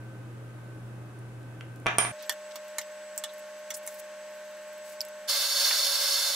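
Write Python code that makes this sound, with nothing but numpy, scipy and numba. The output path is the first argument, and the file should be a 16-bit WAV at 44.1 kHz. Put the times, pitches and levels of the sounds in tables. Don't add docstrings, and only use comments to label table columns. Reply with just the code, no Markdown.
import sys
import numpy as np
from scipy import signal
from scipy.fft import rfft, irfft, next_fast_len
from scipy.io import wavfile
from scipy.ndimage import uniform_filter1d
from numba import njit

SR = 44100
rng = np.random.default_rng(int(sys.argv[2]) if len(sys.argv) > 2 else 0)


def to_wav(s):
    ch = np.atleast_2d(s).T
    pcm = np.round(np.clip(ch, -1, 1) * 32767)
    wavfile.write(sys.argv[1], SR, pcm.astype(np.int16))


N = 280123
SPEED = 5.07
LEFT_LEAD_RAD, SIDES = -.23, np.array([[1], [-1]])
TAP_SIZE, TAP_PAN_DB = 4096, -4.5

# frequency in Hz, left-right coherence from 0 to 1.
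SHOP_COHERENCE = [(150, 1), (400, 0.79), (900, 0.32), (2000, 0.016)]
FAST_COHERENCE = [(150, 0.54), (600, 1), (1500, .9), (3500, 0.67), (5000, 0.076)]
# frequency in Hz, level in dB, T60 in seconds.
BENCH_MODES = [(253, 1, 0.17), (362, 3.5, 0.05), (437, -6, 0.39), (570, -33, 0.096), (704, 3.5, 0.26),
               (930, -1.5, 0.21), (1067, 1, 0.19), (1130, 3, 0.29), (1490, -42, .15), (1756, 3.5, 0.097),
               (2100, -8, 0.12), (2380, 3.5, 0.16), (2870, -19, 0.21), (3220, -3, 0.21), (3620, -15, .15)]


def undb(db):
    return 10 ** (np.asarray(db) / 20)


def level(x, db):
    return x * undb(db) / np.sqrt(np.mean(x ** 2))


def to_peak(x, db=0):
    return x * undb(db) / np.max(np.abs(x))


def along(table, hz):
    f, v = np.transpose(table)
    return np.interp(np.log(np.maximum(hz, 1)), np.log(f), v)


def walk(rate, size=N):
    k = max(int(SR / rate), 1)
    steps = np.repeat(rng.standard_normal(size // k + 1), k)
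    return 1.196 * uniform_filter1d(uniform_filter1d(steps, k), k)[:size]


def bump(hz, centre_hz, octaves):
    return np.exp(-2 * (np.log2(np.maximum(hz, 1) / centre_hz) / octaves) ** 2)


def resonance(hz, centre_hz, width_hz):
    return 1 / (1 + (2 * (hz - centre_hz) / width_hz) ** 2)


def band(x, low_hz, high_hz):
    edges = np.clip([low_hz, high_hz], 20, .47 * SR)
    return signal.sosfilt(signal.butter(2, edges, "band", fs=SR, output="sos"), x)


def stereo_noise(gain, coherence, size):
    coherence = np.clip(coherence, 0, 1)
    mid, side = rfft(rng.standard_normal((2, size)))
    common = np.exp(.5j * LEFT_LEAD_RAD * SIDES) * mid * np.sqrt(1 + coherence)
    return irfft(gain * (common + SIDES * side * np.sqrt(1 - coherence)), size)


def ring(modes, size):
    t = np.arange(size) / SR
    return to_peak(sum(undb(db - 60 * t / min(t60, .5)) * np.sin(2 * np.pi * hz * t)
                       for hz, db, t60 in modes))


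def add(track, s, x):
    i = int(s * SR)
    track[..., i:i + x.shape[-1]] += x[..., :N - i]


@njit
def compress(x, side, top, slope, attack, release):
    y, envelope = np.empty_like(x), 0.
    for i in range(len(side)):
        rectified = abs(side[i])
        envelope += (rectified - envelope) * (attack if rectified > envelope else release)
        gain = (top / envelope) ** slope if envelope > top else 1.
        y[0, i], y[1, i] = gain * x[0, i], gain * x[1, i]
    return y


def gain_control(x, speed, top_db, slope):
    side = signal.sosfilt(signal.butter(1, 700 * speed, fs=SR, output="sos"), x.mean(axis=0))
    return compress(x, side, undb(top_db), slope, speed / (.0045 * SR), speed / (.13 * SR))


def room(speed, coherence, onset_s, lift_db=0.):
    # frequency in Hz, T60 in seconds.
    decay = [(200, 0.4), (1000, 0.36), (4000, 0.21), (12000, 0.32)]
    # frequency in Hz, gain in dB.
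    tilt = [(100, -8), (250, -9), (2500, 10), (8000, -3), (16000, -11)]
    size, tail = 2 ** 15, 0
    hz, t = np.fft.rfftfreq(size, 1 / SR), np.arange(size) / SR
    colour = undb(along(tilt, hz) + lift_db * np.log2(np.clip(hz, 2500, 16000) / 2500))
    for centre in 100 * 2 ** np.arange(8):
        t60 = along(decay, centre / speed) / speed
        octave = stereo_noise(bump(hz, centre, .76) * colour, along(coherence, hz), size)
        tail += octave * undb(-60 * t / t60)
    tail *= np.clip(t * speed / onset_s, 0, 1)
    return tail / np.sqrt(np.sum(tail ** 2) / 2)


def air(spectrum, coherence, db, peaks=()):
    size = next_fast_len(N)
    hz = np.fft.rfftfreq(size, 1 / SR)
    likeness = along(coherence, hz)
    out = level(stereo_noise(undb(along(spectrum, hz)), likeness, size), db)
    for centre, width, rms_db in peaks:
        out += level(stereo_noise(resonance(hz, centre, width), likeness, size), rms_db)
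    return out[:, :N]


def tones(table, swell_db, rate):
    out = np.zeros((2, N))
    for hz, db, wander_hz in table:
        phase = 2 * np.pi * (np.cumsum(hz + wander_hz * walk(rate)) / SR + rng.random())
        gain = np.sqrt(2) * undb(db + swell_db * np.sqrt(wander_hz) * walk(rate))
        out += gain * np.sin(phase + (LEFT_LEAD_RAD - hz / 10000) / 2 * SIDES)
    return out


def fan_hum():
    # frequency in Hz, relative density in dB.
    rush = [(15, -76), (25, -24), (64, -24), (89, -15), (123, -6.5), (145, -19), (170, -13), (317, -13.5),
            (1020, -22.5), (1440, -23), (1560, -21), (1700, -25.5), (4870, -41), (9840, -40), (16000, -51)]
    # centre in Hz, width in Hz, rms level in dB.
    duct = [(40, 12, -70), (172.5, 15, -60.5), (211.4, 8.9, -62.5), (317.4, 38, -56.5), (409, 71, -68)]
    # frequency in Hz, rms level in dB, wander in Hz.
    hum = [(120.2, -43.5, .15), (535, -64, 5.0), (602, -70, 4.0), (1254, -70, 5.0), (1540, -64, 6.0),
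           (2573, -78, 8.0)]
    return air(rush, SHOP_COHERENCE, -50, duct) + tones(hum, swell_db=.93, rate=10)


def fan_whine():
    # frequency in Hz, relative density in dB.
    rush = [(12, -89), (20, -49), (138, -34), (198, -27), (248, -22), (485, -19), (607, -16.5),
            (678, -17.5), (1090, -14.5), (1190, -19), (1570, -12), (3440, -22), (7310, -24), (7950, -26),
            (16000, -39)]
    # frequency in Hz, rms level in dB, wander in Hz.
    whine = [(199.2, -68, 2.0), (543.7, -62.5, 1.5), (608.3, -44, .3), (872, -63.5, 3.0), (1088, -63, 1.5),
             (1523, -63, 3.0), (1588, -65, 5.0), (1820, -66, 6.0), (2724, -69, 6.0), (3052, -73, 10.0),
             (6272, -72, 10.0), (6401, -74, 10.0), (7811, -64, 25.0), (13205, -75, 40.0)]
    return air(rush, FAST_COHERENCE, -52) + tones(whine, swell_db=.77, rate=70)


def scrapes():
    # start and length in seconds, level in dB, centre in Hz, width in octaves.
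    slides = [(2.183, 0.087, -51, 3830, 1.2), (2.507, 0.019, -48, 4000, 1.2),
              (3.281, 0.037, -55, 3600, 0.3), (3.738, 0.023, -35.5, 7260, 1.05),
              (3.752, .036, -43.5, 11500, 1.2), (3.819, 0.19, -54, 9900, 3.2),
              (3.94, 0.013, -49, 12000, .6), (3.981, 0.031, -46, 9850, 2.3), (4.828, 0.14, -53, 6760, 2.4)]
    starts = [4.350, 4.397, 4.445, 4.503, 4.565, 4.626, 4.675, 4.725, 4.775]
    strokes = [(s, .015, -64 + 9 * (s - starts[0]), 13200, .68) for s in starts]
    size, out = 8192, np.zeros((2, N))
    hz, t = np.fft.rfftfreq(size, 1 / SR), np.arange(size) / SR
    for s, length, db, centre_hz, octaves in slides + strokes:
        rub = level(stereo_noise(bump(hz, centre_hz, octaves), .55, size), db)
        grain = undb(2.3 * walk(460, size))
        add(out, s, rub * grain * np.sin(np.pi * np.clip(t / length, 0, 1)) ** .73)
    return out


def chatter(decay_s):
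    t = np.arange(TAP_SIZE) / SR
    spikes = rng.standard_normal(TAP_SIZE) ** 3 + 5.6 * (t == 0)
    return spikes * np.exp(-t / max(decay_s, 1e-4)) * (t < .02)


def click(force, db, centre_hz, octaves):
    return to_peak(band(force, centre_hz / 2 ** (octaves / 2), centre_hz * 2 ** (octaves / 2)), db)


def in_room(direct, send, tail, pan_db=TAP_PAN_DB):
    echo = signal.fftconvolve(send[None], tail, axes=1)[:, :TAP_SIZE]
    return direct * undb(SIDES * pan_db / 2) + echo


def taps(tail):
    # start in seconds, peak in dB, centre in Hz, knock in dB re click.
    hits = [(2.225, -33, 13000, -14), (2.2947, -8, 6500, -5.5), (2.323, -29, 10000, -11),
            (2.5566, -26.5, 7500, -2.5), (2.6817, -37, 13000, -7.5), (2.7838, -16.5, 6560, -8),
            (2.8123, -32, 8000, -4.5), (3.161, -39, 13000, -19), (3.1778, -15.5, 10600, -22),
            (3.2379, -18, 6100, -6.5), (3.337, -34, 13000, -21), (3.382, -37, 12000, -17),
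            (3.394, -42, 11000, -14), (3.7040, -24.5, 12000, -5.5), (3.71, -29.5, 6150, -15),
            (3.832, -41, 9000, -7), (3.865, -24, 12000, -22), (3.875, -21.5, 9000, -12.5)]
    out = np.zeros((2, N))
    for s, db, centre_hz, knock_db in hits:
        force = chatter(.0029 * undb(.63 * knock_db))
        spot = [(hz * SPEED, mode_db * .44 + 2.7 * rng.standard_normal(), .1 * t60 / SPEED)
                for hz, mode_db, t60 in BENCH_MODES]
        knock = band(signal.fftconvolve(force, ring(spot, TAP_SIZE))[:TAP_SIZE], 930, 10300)
        tap = click(force, db, centre_hz, max(3.1 + .2 * knock_db, 1)) + to_peak(knock, db + knock_db)
        add(out, s, in_room(tap, undb(3.5 + .02 * knock_db) * tap, tail))
    return out


def marker_cap(tail):
    # start in seconds, tick in dB, ring in dB, ring frequency in Hz.
    snaps = [(5.0065, -27, -18.5, 5240), (5.0140, -22.5, -24, 4650), (5.0503, -31, -45, 5300),
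             (5.0854, -34, -54, 5000)]
    out = np.zeros((2, N))
    for s, tick_db, ring_db, ring_hz in snaps:
        tick = click(chatter(.0017), tick_db, centre_hz=11000, octaves=1.5)
        hollow = undb(ring_db) * band(ring([(ring_hz, 0, .016)], TAP_SIZE), 2600, 9000)
        add(out, s, in_room(tick + hollow, undb(-2.5) * (tick + .17 * hollow), tail))
    return out


def pliers(tail):
    out = np.zeros((2, N))
    knock = click(chatter(1e-4), db=-19, centre_hz=1400, octaves=2)
    add(out, 5.71, in_room(knock, undb(-.5) * knock, tail, pan_db=0))
    return out


def steel_strip():
    # start in seconds, thud and crack in dB, crack top in Hz, ring in dB.
    drops = [(1.86, -14, -40, 4000, -43), (1.8663, -10.5, -14.5, 5200, -34.5), (1.883, -21, -45, 5000, -47),
             (1.9839, -8.5, -8.5, 11000, -14), (2.022, -27, -29, 7000, -38), (2.050, -21.5, -23, 4030, -41)]
    # start in seconds, tick in dB, tick top in Hz, ring in dB.
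    touches = [(1.190, -54, 11000, -52), (1.430, -55, 9000, -64), (1.6095, -30.5, 3000, -70),
               (1.760, -45.5, 14000, -71), (1.800, -50, 14100, -59)]
    # frequency in Hz, level in dB, T60 in seconds before damping.
    modes = [(9171, -7, .3), (9206, 0, .4), (9249, -15, .2), (10050, -20, .08), (11700, -30, .1)]
    size, let_go_s = 2 ** 14, 1.94
    t = np.arange(size) / SR
    blows, rings, ticks = np.zeros((3, N))

    def damped(table, share):
        return ring([(hz, db, share * t60) for hz, db, t60 in table], size)

    def crack(db, top_hz, decay_s):
        burst = rng.standard_normal(size) * np.exp(-t / decay_s)
        return to_peak(band(burst, top_hz / 3.2, top_hz), db)
    push = band(np.exp(-.5 * ((t - .0005) / .0001) ** 2), 410, 6800)
    thud = 1.2 * push + .5 * damped(BENCH_MODES, .25)
    held, free = damped(modes, .089), damped(modes, .69)
    for s, thud_db, crack_db, top_hz, ring_db in drops:
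        add(blows, s, undb(thud_db) * thud + crack(crack_db, top_hz, decay_s=.0011))
        add(rings, s, undb(ring_db) * (held if s < let_go_s else free))
    for s, tick_db, top_hz, ring_db in touches:
        add(ticks, s, crack(tick_db, top_hz, decay_s=.0016))
        add(rings, s, undb(ring_db) * held)
    send = blows + .5 * rings + undb(-9) * ticks
    echo = signal.fftconvolve(send[None], room(.74, SHOP_COHERENCE, .00064), axes=1)[:, :N]
    return (blows + ticks) * undb(-1.5 * SIDES) + rings * undb([[-7], [3]]) + undb(-1) * echo


def forge(start_s):
    # frequency in Hz, relative density in dB.
    jet = [(12, -82), (20, -50), (77, -48.5), (459, -26), (558, -9), (738, -19), (1660, -13), (1810, -15.5),
           (2530, -17), (4420, -1.5), (6010, -15), (11100, -16), (16000, -20)]
    # centre in Hz, width in Hz, gain in dB.
    chamber = [(580, 37, -20.5), (1632, 127, -12.5), (2084, 390, -19), (2695, 65, -10), (3070, 33, -26),
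               (3524, 120, -4.5), (3890, 33, -14), (4465, 107, 0.5), (4730, 39, -17), (5340, 530, -5.5),
               (6300, 160, -11), (6660, 260, -9), (7530, 55, -17), (7800, 110, -21), (9000, 170, -32),
               (9300, 55, -11), (10000, 56, -12), (10200, 71, -21), (11020, 510, -13.5), (12000, 70, -14),
               (13200, 260, -19), (13500, 250, -15), (14400, 110, -22), (15400, 72, -19)]
    notches = [(734, 47, -9), (1410, 80, -4), (1835, 116, -6.5), (2460, 170, -2), (3000, 90, -1),
               (3260, 130, -4), (3800, 55, -6), (8960, 150, -5)]
    # frequency in Hz, left minus right in dB.
    pan = [(500, 1), (3500, -3.5), (5500, -1), (9000, -4), (13500, -5), (15000, 0)]
    # frequency in Hz, coherence from 0 to 1.
    roar_coherence = [(500, 0.99), (2500, 0.95), (7000, 0.45), (14000, 0.35)]
    echo_coherence = [(500, 1), (2500, 0.96), (5000, 1), (8000, 0)]
    size = 2 ** 16
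    hz, t = np.fft.rfftfreq(size, 1 / SR), np.arange(size) / SR
    coherence = along(roar_coherence, hz)
    roar = undb(-19) * stereo_noise(undb(along(jet, hz) + SIDES / 2 * along(pan, hz)), coherence, size)
    for centre, width, db in chamber:
        peak = undb(db - 15 + SIDES / 2 * along(pan, centre)) * resonance(hz, centre, width)
        roar += stereo_noise(peak, coherence, size) * undb(1.3 * walk(7.6, size))
    echoes = stereo_noise(1, along(echo_coherence, hz), size) * undb(-60 * t / .062)
    echoes /= np.sqrt(np.sum(echoes ** 2) / 2)
    roar += undb(-6.5) * irfft(rfft(roar.mean(axis=0)) * rfft(echoes), size)
    notch_db = sum(db * resonance(hz, centre, width) for centre, width, db in notches)
    roar = irfft(rfft(roar) * undb(notch_db), size)
    flutter_db = .4 * walk(3.4, size) + walk(40.45, size)
    out = tones([(184, -74.5, 2.8), (561, -50.5, 3.06), (835, -64, 3)], swell_db=.4, rate=12)
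    add(out, start_s, level(roar, -26) * undb(flutter_db))
    return out


def scene():
    # midpoint in seconds, length in seconds.
    fades = [(2.12, 0.011), (5.285, 0.022)]
    t = np.arange(N) / SR
    to_fast, to_forge = (np.clip((t - s) / length + .5, 0, 1) for s, length in fades)
    slow = gain_control(fan_hum() + steel_strip(), speed=1, top_db=-26, slope=.5)
    tail = room(SPEED, FAST_COHERENCE, .0014, lift_db=3.5)[:, :TAP_SIZE]
    handling = taps(tail) + marker_cap(tail) + pliers(tail)
    fast = gain_control(fan_whine() + scrapes() + handling, SPEED, top_db=-29, slope=.7)
    fire = forge(start_s=fades[1][0] - .1) + handling
    return slow * (1 - to_fast) + fast * to_fast * (1 - to_forge) + fire * to_forge


def record(dry):
    top = signal.ellip(8, .3, 40, 15680, fs=SR, output="sos")
    edge = signal.ellip(8, .3, 70, 16800, fs=SR, output="sos")
    return signal.sosfilt(np.vstack([top, edge]), .73 * np.tanh(dry / .68))


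dry = scene()
out = record(dry)
to_wav(out)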